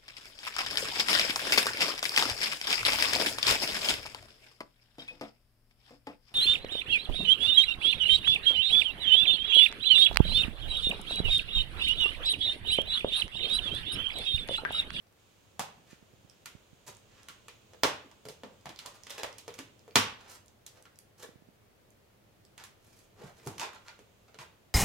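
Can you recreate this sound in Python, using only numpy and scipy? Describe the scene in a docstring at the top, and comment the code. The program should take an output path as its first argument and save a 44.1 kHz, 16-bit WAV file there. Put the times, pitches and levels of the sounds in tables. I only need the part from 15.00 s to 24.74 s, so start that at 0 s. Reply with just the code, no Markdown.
"""Cat clawing a taped box

A cat claws and bites at the taped edge of a cardboard box in a quiet room, close to a hand-held camera.
Snaps, grit and small bright ticks are shaped noise and impulses; panels and enclosed air resonate.
Paw thuds and fingers nudging the camera are short sine swells; decaying noise makes the room's answer.
Underneath, filtered noise gives a wavering low hum and rumble, microphone noise and a faint hiss,
thickening where the clawing is dense."""
import sys
import numpy as np
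from scipy import signal
from scipy.fft import rfft, irfft, next_fast_len
from scipy.io import wavfile
from scipy.ndimage import map_coordinates

SR = 44100
rng = np.random.default_rng(int(sys.argv[2]) if len(sys.argv) > 2 else 0)


def store_pcm(level_fs):
    """Save levels as 16-bit WAV."""
    pcm = np.round(np.clip(level_fs, -1, 1) * 32767).astype(np.int16)
    wavfile.write(sys.argv[1], SR, np.atleast_2d(pcm).T)


N = 429534  # length in samples

# Hum and room rumble, spectral shape: pitch_hz, relative_db (per Hz)
RUMBLE_SPECTRUM = [(18, -30.5), (28, 5), (45, -4), (75, -4.5), (102, 1.5), (140, -6.5), (165, -11.5),
                   (194, -6.5), (257, -12.5), (383, -10.5), (613, -12.5), (640, -14), (900, -24.5),
                   (1170, -49.5), (1980, -120)]
# Rumble, left-right correlation: pitch_hz, likeness (1 = identical)
RUMBLE_LIKENESS = [(60, 0.91), (300, 0.42), (700, 0.11)]
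# Rumble fader, before its wavering: time_s, level_db
RUMBLE_FADER = [(0.0, -67), (0.65, -63.5), (5.18, -61.5), (5.6, -64), (8.4, -62), (9.74, -63.5)]
# Faint hiss, spectral shape: pitch_hz, relative_db (per Hz)
HISS_SPECTRUM = [(590, -22.5), (1000, -10.5), (1680, -17), (1930, -28), (2270, -13), (3240, -10.5),
                 (4810, -18.5), (5900, -18.5), (6630, -12.5), (7500, -18.5), (8800, -21.5), (9700, -36),
                 (22000, -120)]
# Hiss fader, before wavering and stereo balance: time_s, level_db
HISS_FADER = [(0, -104), (.2, -70), (.8, -69.5), (2.7, -68.5), (3.4, -70.5), (4.2, -65), (5.8, -84),
              (7.2, -84), (8.7, -71.5), (9.74, -79.5)]
# Microphone noise, spectral shape: pitch_hz, relative_db (per Hz)
MIC_NOISE_SPECTRUM = [(410, -47.5), (700, -6), (1700, -9.5), (2510, -11), (3480, -14), (8900, -21),
                      (15800, -19.5)]

# Room decay: pitch_hz, t60_s (time to fall 60 dB)
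ROOM_DECAY = [(100, 0.42), (400, 0.41), (1200, 0.4), (3000, 0.42), (6000, 0.31), (10000, 0.25),
              (16000, 0.22)]
# Echoes, left-right correlation: pitch_hz, likeness (1 = identical)
ECHO_LIKENESS = [(100, 0.9), (350, 0.9), (700, 0.3), (1200, 0.097)]
ECHO_DULL_HZ = 7000  # the sharpest treble beams at the camera; the walls get less
SPARSE_DB, SPARSE_S = 6.5, 0.049  # uneven early arrivals: their scatter, and how soon they merge
# The near wall answers as a dull clump: delay, spread, boost, treble corner
WALL_S, WALL_SPREAD_S, WALL_GAIN, WALL_DULL_HZ = 0.013, 0.0051, 0.94, 2500

# Fingers shifting on the camera by its right port: start_s, level_db, pitch_hz (nominal, before the sag)
BUMPS = [(0.9302, -35.5, 207), (1.026, -42, 200), (1.136, -45, 150), (1.247, -43, 140), (1.5505, -34, 128),
         (1.73, -41, 112), (6.29, -38, 246), (6.357, -40, 149.6), (6.422, -43.5, 224), (6.487, -41.5, 200)]
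# Attack; power of the cycle count (under 1: pitch falls); left port against right
BUMP_RISE_CYCLES, BUMP_SAG, BUMP_LEFT_DB = 0.24, 0.68, -33

# Box panels as resonances: pitch_hz, width_hz, relative_db
PANELS = [(291.7, 160, -5), (457.8, 350, -0.5), (730, 830, 0.5), (863, 300, -5), (1043.5, 290, -3.5),
          (1400, 410, -3.5)]
# Air inside the box as resonances: pitch_hz, width_hz, relative_db
CAVITY_MODES = [(108, 100, 3), (161, 8.3, 7.5), (198, 440, 2.5)]
# A paw thudding on the box: start_s, level_db, pitch_hz
KNOCKS = [(0.593, -40.5, 184), (0.773, -52.5, 174), (1.878, -53, 155), (3.046, -49, 300),
          (3.253, -46.5, 150), (3.432, -42.5, 230), (3.657, -45.5, 159.3), (4.958, -25, 232.9),
          (4.96, -34.5, 84.4), (8.237, -41, 148), (8.465, -34, 147.7), (8.467, -32, 353),
          (9.386, -49.5, 149)]
# Swell; contact tick against the thud; send to the walls
KNOCK_RISE_CYCLES, KNOCK_TICK_DB, KNOCK_ECHO_DB = 0.86, -4, -3

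# Small bright ticks, the first two are handling, the rest mostly tape unsticking:
# start_s, level_db, pitch_hz
TICKS = [(0.069, -60, 5000), (0.125, -58, 9000), (0.613, -33, 4060), (0.621, -34.5, 4560),
         (1.298, -44, 5750), (1.882, -46, 6000), (1.899, -41, 6500), (1.9496, -45, 7000),
         (1.969, -44, 7460), (2.2318, -45, 7000), (3.611, -50, 4970), (3.761, -40, 4470),
         (4.035, -38.5, 4950), (4.108, -32, 5100), (4.114, -36, 3560), (4.189, -37, 6000),
         (4.197, -37, 4000), (4.328, -42, 5030), (4.506, -41, 2800), (4.793, -51, 5950),
         (4.9092, -47, 3000), (5.2102, -46, 4000), (5.4604, -47.5, 9000), (5.482, -44, 7000),
         (5.825, -43, 9000), (5.958, -49, 6000), (5.9882, -37.5, 11000), (6.905, -50, 8380),
         (7.451, -47.5, 6040), (8.399, -46.5, 2010), (8.607, -30.5, 6460), (8.616, -30, 4000),
         (8.7481, -44.5, 5500), (8.76, -51, 6000)]
# Decay time; sharpness of pitch; share of thin broad crackle; send to the walls
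TICK_S, TICK_Q, TICK_PLAIN, TICK_ECHO_DB = 0.0014, 1.8, 0.11, -2.5

# Claws or pads dragging over the card:
# start_s, length_s, scratch_level_db, tape_over_scratch_db, rub_level_db, panel_pitch_hz
SCRAPES = [(0.863, 0.091, -65, -4.5, -91, 690), (1.863, 0.036, -60, 7, -64.5, 600),
           (2.083, 0.19, -68, -18, -79, 614), (3.812, 0.08, -65, -12, -62, 730),
           (3.938, 0.029, -60, 2.5, -63.5, 980), (4.094, 0.073, -57.5, -4, -67, 605),
           (4.175, 0.029, -50.5, -7, -53, 497), (4.578, 0.022, -48, -9, -60, 510),
           (5.181, 0.12, -65.5, -13, -67.5, 830), (5.275, 0.089, -61.5, 6.5, -68.5, 770),
           (5.694, 0.13, -72, -2, -72, 500), (6.176, 0.079, -60.5, 4.5, -64, 500),
           (7.585, 0.046, -60, -8, -66.5, 990), (7.807, 0.26, -76.5, 7.5, -85, 600),
           (8.162, 0.071, -64, -8, -56.5, 385), (8.215, 0.085, -62.5, -1, -62.5, 920),
           (8.335, 0.36, -69, 0.5, -68.5, 396), (8.577, 0.091, -48, -12, -54.5, 870),
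           (8.728, 0.065, -63, -20, -66, 920), (8.848, 0.0474, -65.5, -4, -65.5, 1210),
           (9.28, 0.011, -62, -18, -63.5, 600), (9.39, 0.046, -53.5, -4, -58, 860)]
# Scratch on card, spectral shape: pitch_hz, relative_db (per Hz)
SCRATCH_SPECTRUM = [(500, -30.5), (1200, -2.5), (2500, -4), (4000, -8), (7000, -11), (15800, -41.5)]
# Tape fizz, spectral shape: pitch_hz, relative_db (per Hz)
TAPE_SPECTRUM = [(2500, -9.5), (5000, -4), (6500, -0.5), (9000, -2.5), (12500, -3.5), (15800, -9.5)]
CATCHES_PER_S, CATCH_DB = 150, 13  # average rate and boost of single catches in the grit

# A claw or tooth letting go:
# start_s, crack_level_db, box_over_crack_db, tape_over_crack_db, panel_pitch_hz, crack_pitch_hz
SNAPS = [(0.5934, -20.5, 3, 2.5, 757, 2650), (1.457, -26.5, -8, -2, 1400, 2140),
         (1.8782, -39.5, 3, -3, 600, 4520), (2.2845, -28.5, -1, -2.5, 1250, 3020),
         (2.4816, -29, -12.5, -9.5, 467, 2500), (2.733, -39, 2, -12.5, 487, 1585),
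         (2.8333, -3.5, -2.5, -9, 600, 5707), (3.113, -40.5, -4.5, -14, 950, 1550),
         (3.2524, -36, 6.5, 1, 426, 1420), (3.285, -31, 1.5, 2.5, 450, 5640),
         (3.4336, -30.5, 5.5, -35, 536, 1670), (3.6559, -26, -1, -15, 715, 2200),
         (3.691, -28.5, -3.5, -12.5, 335, 2390), (3.7887, -25, -28, -8.5, 1170, 4460),
         (3.859, -29, -5, 3, 1040, 4530), (4.0671, -28, -13, -21, 404, 3210),
         (4.0956, -29, -18, -7.5, 945, 3940), (4.103, -25.5, -7, -2.5, 560, 3620),
         (4.1792, -29, -9, -3, 507, 2600), (4.2319, -17, -2, -10, 570, 2020),
         (4.382, -32.5, -14, 2.5, 939, 6260), (4.4785, -27.5, 3, -10, 460, 1080),
         (4.539, -35.5, -26, 0.5, 398, 2170), (4.588, -26.5, 0.5, -3.5, 280, 2970),
         (4.878, -49.5, 16.5, -0.5, 450, 1481), (4.9557, 3, -8, -8.5, 1160, 5770),
         (5.6633, -35.5, -29, 6, 548, 8300), (5.853, -38.5, 1, -25, 1290, 1870),
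         (7.5776, -30.5, -16.5, -7, 1105, 1610), (7.637, -34, -12.5, 4.5, 1230, 1495),
         (8.4619, -46, 13, 12, 370, 1400), (8.4715, -35, 10, 10, 760, 1600),
         (8.58, -27.5, -7, -8.5, 1090, 6000), (8.5955, -20, -8.5, -7, 1100, 5330),
         (8.7313, -37.5, 5, -12, 1220, 1470), (8.9901, -43.5, 7.5, -3.5, 386, 2670),
         (9.343, -37, -3.5, -29, 455, 1455), (9.3869, -28, -5, -34, 1050, 1523)]
# Snap crack, spectral shape: pitch_hz, relative_db (per Hz)
CRACK_SPECTRUM = [(400, -17), (1000, -1), (1500, -6), (2200, -4.5), (3200, -3), (5000, -8.5), (6500, -9.5),
                  (9000, -15), (16000, -24.5)]
# A first give, the release, two rebounds: delay_s, level_db
JOLTS = [(0, -8.5), (.0015, 0.5), (.0032, -9.5), (.0049, -8)]
TEAR_S, SLIP_S = 0.00088, 0.0007  # decay of the fibre spray; delay until the claw slips off
ECHO_DB = 4.5  # impulse sent toward the walls
# Air in the box over the panels; small high panels pump less air
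THUMP_DB, THUMP_DB_PER_OCTAVE, MID_PANEL_HZ = -4.5, -2, 600
CRACK_LOW = 0.35  # bass cut as a share of crack pitch, before the scaling that lowers it for hard pulls
CRACK_Q, CRACK_RING, CRACK_PLAIN = 8.8, 0.6, 0.86  # sharpness, ringing part, flat part
PANEL_Q, PANEL_RING, PANEL_PLAIN = 11, 1.8, 0.96  # same for the touched panel; hard pulls ring less

# Direct sound, stereo balance: pitch_hz, left_over_right_db
LEFT_OVER_RIGHT = [(300, -1), (1200, 4), (3000, -2), (5500, -12), (10000, 0.5)]
CEILING, TOP_HZ = 0.8, 15850  # camera's soft limit (full scale = 1) and band limit


def amp(db):
    """Turns decibels into gain."""
    return 10 ** (np.asarray(db) / 20)


def unit(x):
    """Scales to rms 1."""
    return x / np.sqrt(np.mean(x ** 2) + 1e-20)


def along(points, hz):
    """Reads (Hz, value) points along a log frequency axis."""
    f, v = np.transpose(points)
    return np.interp(np.log(hz + 1), np.log(f + 1), v)


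def fader(points):
    """Draws straight moves between (s, dB) points, one value per sample."""
    s, db = np.transpose(points)
    return np.interp(np.arange(N) / SR, s, db)


def wobble(rate):
    """Draws a smooth random curve with this many knots a second."""
    knots = rng.standard_normal(int(N * rate / SR) + 4)
    return map_coordinates(knots, [np.arange(N) * rate / SR])


def filtered(x, response):
    """Multiplies the spectrum of x by a response of frequency, with room for the tail."""
    m = next_fast_len(N + SR // 2)
    return irfft(rfft(x, m) * response(np.fft.rfftfreq(m, 1 / SR)), m)[..., :N]


def causal(spectrum):
    """Minimum-phase response of unit energy: nothing sounds before the blow."""
    def response(hz):
        cepstrum = irfft(np.log(amp(along(spectrum, hz)) + 1e-6))
        half = len(cepstrum) // 2
        cepstrum[1:half] *= 2
        cepstrum[half + 1:] = 0
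        log_response = rfft(cepstrum)
        return unit(np.abs(np.exp(log_response))) * np.exp(1j * log_response.imag)
    return response


def resonant(modes):
    """Sums damped resonances of alternating sign into a response of unit energy."""
    def response(f):
        total = 0
        for k, (center, width, db) in enumerate(modes):
            band = 1j * f * width
            total = total + (-1) ** k * amp(db) * band / (center * center - f * f + band)
        return total / np.sqrt(np.mean(np.abs(total) ** 2))
    return response


def panel(mode):
    """One panel takes up and gives off sound near its pitch, so its resonance acts twice."""
    def response(hz):
        once = resonant([mode])(hz)
        return once ** 2 / np.sqrt(np.mean(np.abs(once) ** 4))
    return response


def panels_db(hz, focus=9):
    """Panels tuned near the touched spot ring the most; focus = dB lost an octave away."""
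    return np.array([level - focus * np.log2(center / hz) ** 2 for center, width, level in PANELS])


def pitched(x, hz, q, ring, plain):
    """Blends x with its own ringing at one pitch."""
    return plain * x + ring * signal.lfilter(*signal.iirpeak(hz, q, SR), x)


def alike_pair(z, alike):
    """Mixes two unrelated spectra (on axis -3) into left and right of the given likeness."""
    turn = np.arccos(np.clip(alike, -1, 1)) / 2
    mid, side = z[..., 0, :, :] * np.cos(turn), z[..., 1, :, :] * np.sin(turn)
    return np.stack([mid + side, mid - side], axis=-3)


def rush(spectrum, alike):
    """Filters steady noise into a stereo pair of rms 1 with the given left-right likeness."""
    def shape(hz):
        turn = np.arccos(np.clip(along(alike, hz), -1, 1)) / 2
        return amp(along(spectrum, hz)) * [np.cos(turn), np.sin(turn)]
    mid, side = filtered(rng.standard_normal((2, N)), shape)
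    return unit(np.array([mid + side, mid - side]))


def background():
    """Wavering rumble, a faint hiss stronger on the right, and unrelated noise in each microphone."""
    rumble_db = fader(RUMBLE_FADER) + 0.5 * wobble(0.23) + 0.29 * wobble(11.0)
    rumble = amp(rumble_db) * rush(RUMBLE_SPECTRUM, RUMBLE_LIKENESS)
    hiss_db = fader(HISS_FADER) + 0.74 * wobble(1) + [[-2.1], [2.1]]
    hiss = amp(hiss_db) * rush(HISS_SPECTRUM, [(1000, 0.23)])
    mic_noise = amp(-69.0) * rush(MIC_NOISE_SPECTRUM, [(1000, 0)])
    return rumble + hiss + mic_noise


def room(x, count=4):
    """Each pitch dies at its own speed; random tails take turns by the clock, 1/8 s of sound each."""
    hz, t, z = signal.stft(rng.standard_normal((count, 2, SR * 3 // 4)), SR, nperseg=256)
    decay = amp(-60 * t / along(ROOM_DECAY, hz)[:, None])
    z = alike_pair(z, along(ECHO_LIKENESS, hz)[:, None]) * decay
    dulling = 1 + (hz[:, None] / WALL_DULL_HZ) ** 2
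    z = z * (1 + WALL_GAIN / dulling * np.exp(-((t - WALL_S) / WALL_SPREAD_S) ** 2))
    tails = signal.istft(z, SR, nperseg=256)[1]
    age = np.arange(tails.shape[-1]) / SR
    tails *= amp(SPARSE_DB * np.exp(-age / SPARSE_S) * rng.standard_normal(tails.shape))
    tails *= 1 - np.exp(-age / 0.0051)  # the first walls take a few ms
    turn = np.arange(N) * 8 // SR % count
    echoes = np.zeros((2, N))
    for k, tail in enumerate(tails):
        tail = tail / np.linalg.norm(tail[0])
        echoes += signal.fftconvolve((x * (turn == k))[None], tail, axes=1)[:, :N]
    return echoes


def bumps():
    """A dry dent through the camera housing: quick start, sagging pitch, gone in about two cycles."""
    out, t = np.zeros(N + SR), np.arange(SR // 20) / SR
    for start_s, db, hz in BUMPS:
        u = t * hz / BUMP_RISE_CYCLES
        dent = np.sin(2 * np.pi * (hz * t) ** BUMP_SAG) * u * np.exp(1 - u)
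        out[round(start_s * SR):][:len(t)] -= amp(db) * dent
    return out[:N] * amp([[BUMP_LEFT_DB], [0]])


def knocks():
    """A soft low push swells for most of a cycle and soon dies, with a faint panel tick at its height."""
    out, contacts, t = np.zeros(N + SR), np.zeros(N), np.arange(SR // 5) / SR
    for start_s, db, hz in KNOCKS:
        u = t * hz / KNOCK_RISE_CYCLES
        push = np.sin(2 * np.pi * hz * t) * (u * np.exp(1 - u)) ** 3
        out[round(start_s * SR):][:len(t)] += amp(db) * push
        contacts[round((start_s + KNOCK_RISE_CYCLES / hz) * SR)] = amp(db + KNOCK_TICK_DB)
    return out[:N] + filtered(contacts, resonant(PANELS))


def ticks():
    """Each tick is a short burst of decaying noise around its own pitch; scene() adds some echo."""
    out, t = np.zeros(N + SR), np.arange(SR // 50) / SR
    for start_s, db, hz in TICKS:
        spray = rng.standard_normal(len(t)) * np.exp(-t / TICK_S)
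        burst = pitched(spray, hz, TICK_Q, 1, 0) + TICK_PLAIN * np.diff(spray, prepend=0)
        out[round(start_s * SR):][:len(t)] += amp(db) * burst / np.abs(burst).max()
    return out[:N]


def scrapes():
    """Clumped grit under strokes that swell and stop drives scratch, tape fizz and dull panel rub."""
    paths = [causal(SCRATCH_SPECTRUM), causal(TAPE_SPECTRUM)] + [panel(mode) for mode in PANELS]
    level = np.zeros((len(paths), N))
    for start_s, length_s, db, tape_db, rub_db, hz in SCRAPES:
        stroke = np.sin(np.pi * np.linspace(0, 1, round(length_s * SR))).clip(0) ** 0.5
        gains = amp([db, db + tape_db, *(rub_db + panels_db(hz))])
        level[:, round(start_s * SR):][:, :len(stroke)] += gains[:, None] * stroke
    catches = rng.random(N) < CATCHES_PER_S / SR
    scratch_or_tape = (np.arange(len(paths)) < 2)[:, None]  # the rub has no catches
    catches_db = CATCH_DB * catches * scratch_or_tape
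    uneven_db = 6.6 * rng.standard_normal(level.shape) + 4.3 * wobble(120) + catches_db
    grit = rng.standard_normal(level.shape) * amp(uneven_db)
    return sum(filtered(stroke * unit(x), path) for stroke, x, path in zip(level, grit, paths))


def snaps():
    """A jolt amid a spray of breaking fibres shakes card and tape; the jolt drives panels and inner air."""
    paths = [causal(CRACK_SPECTRUM), causal(TAPE_SPECTRUM), resonant(CAVITY_MODES)]
    paths += [panel(mode) for mode in PANELS]
    # Axes: toward camera or walls, path, time
    force, t = np.zeros((2, len(paths), N + SR)), np.arange(SR // 8) / SR
    spray_envelope = (t + 0.00033) * np.exp(-t / TEAR_S)
    to_walls = amp(ECHO_DB) * (t == 0)
    release = np.roll(t == 0, round(JOLTS[1][0] * SR))
    push = np.array([release, to_walls])  # toward the camera, the box jolts once, at the release
    for start_s, db, box_db, tape_db, hz, crack_hz in SNAPS:
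        focus = np.clip(-1.3 * db, 2, 28)  # the hardest pulls shake the whole box
        local = np.tanh(focus / 8)
        body_db = box_db + panels_db(hz, focus)
        thump_db = box_db + THUMP_DB + THUMP_DB_PER_OCTAVE * np.log2(hz / MID_PANEL_HZ)
        gains = amp(db + np.array([0, tape_db, thump_db, *body_db]))

        uneven = amp(3.4 * rng.standard_normal(len(t)))
        fibres = rng.standard_normal(len(t)) * uneven * spray_envelope
        fibres = 1.4 * fibres / np.linalg.norm(fibres)
        fibres[round(SLIP_S * SR)] += 1.3
        tear = np.array([fibres, to_walls])
        thin = signal.lfilter(*signal.butter(2, CRACK_LOW * local * crack_hz, 'high', fs=SR), tear)
        crack = pitched(thin, crack_hz, CRACK_Q, CRACK_RING, CRACK_PLAIN)
        touched = pitched(push, hz, PANEL_Q, PANEL_RING * local, PANEL_PLAIN)

        blow = force[:, :, round(start_s * SR):][..., :len(t)]
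        blow[:, 0] += gains[0] * crack
        blow[:, 1] += gains[1] * tear
        blow[:, 2] += gains[2] * push
        blow[:, 3:] += gains[3:, None] * touched[:, None]
    crack, tape, cavity, *panels = [filtered(force[:, k, :N], path) for k, path in enumerate(paths)]
    return crack, tape, cavity + sum(panels)


def jolts(hz):
    """Repeats a tear as a first give, the release and two rebounds."""
    return sum(amp(db) * np.exp(-2j * np.pi * hz * delay_s) for delay_s, db in JOLTS)


def scene():
    """Box sound reaches the right port slightly first; clawed face and body reach the walls separately."""
    crack, tape, body = snaps()
    rubbing, thuds, crackle = scrapes(), knocks(), ticks()
    tearing = amp(-2.0) * filtered(crack[0] + tape[0], jolts)
    near = tearing + amp(2.5) * body[0] + rubbing + thuds + crackle

    lag_s, side = np.array([[2.4e-5], [0]]), np.array([[0.5], [-0.5]])  # left, right

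    def stereo(hz):
        return np.exp(-2j * np.pi * hz * lag_s) * amp(side * along(LEFT_OVER_RIGHT, hz))

    direct = filtered(near, stereo)
    face = crack[1] + amp(0.5) * rubbing + amp(2.0) * tape[1] + amp(TICK_ECHO_DB) * crackle
    box = amp(-3.5) * body[1] + amp(KNOCK_ECHO_DB) * thuds
    echoes = filtered(room(face) + room(box), lambda hz: 1 / (1 + 1j * hz / ECHO_DULL_HZ))
    return direct + amp([[2], [3.4]]) * echoes + bumps() + background()


def record(dry):
    """The camera rounds off high peaks, thins the deepest bass and cuts all above its band limit."""
    rounded = dry / (1 + np.abs(dry / CEILING) ** 4) ** 0.25
    return filtered(rounded, lambda hz: (1j * hz / (55 + 1j * hz)) ** 2 * (hz < TOP_HZ))


dry = scene()
out = record(dry)
store_pcm(out)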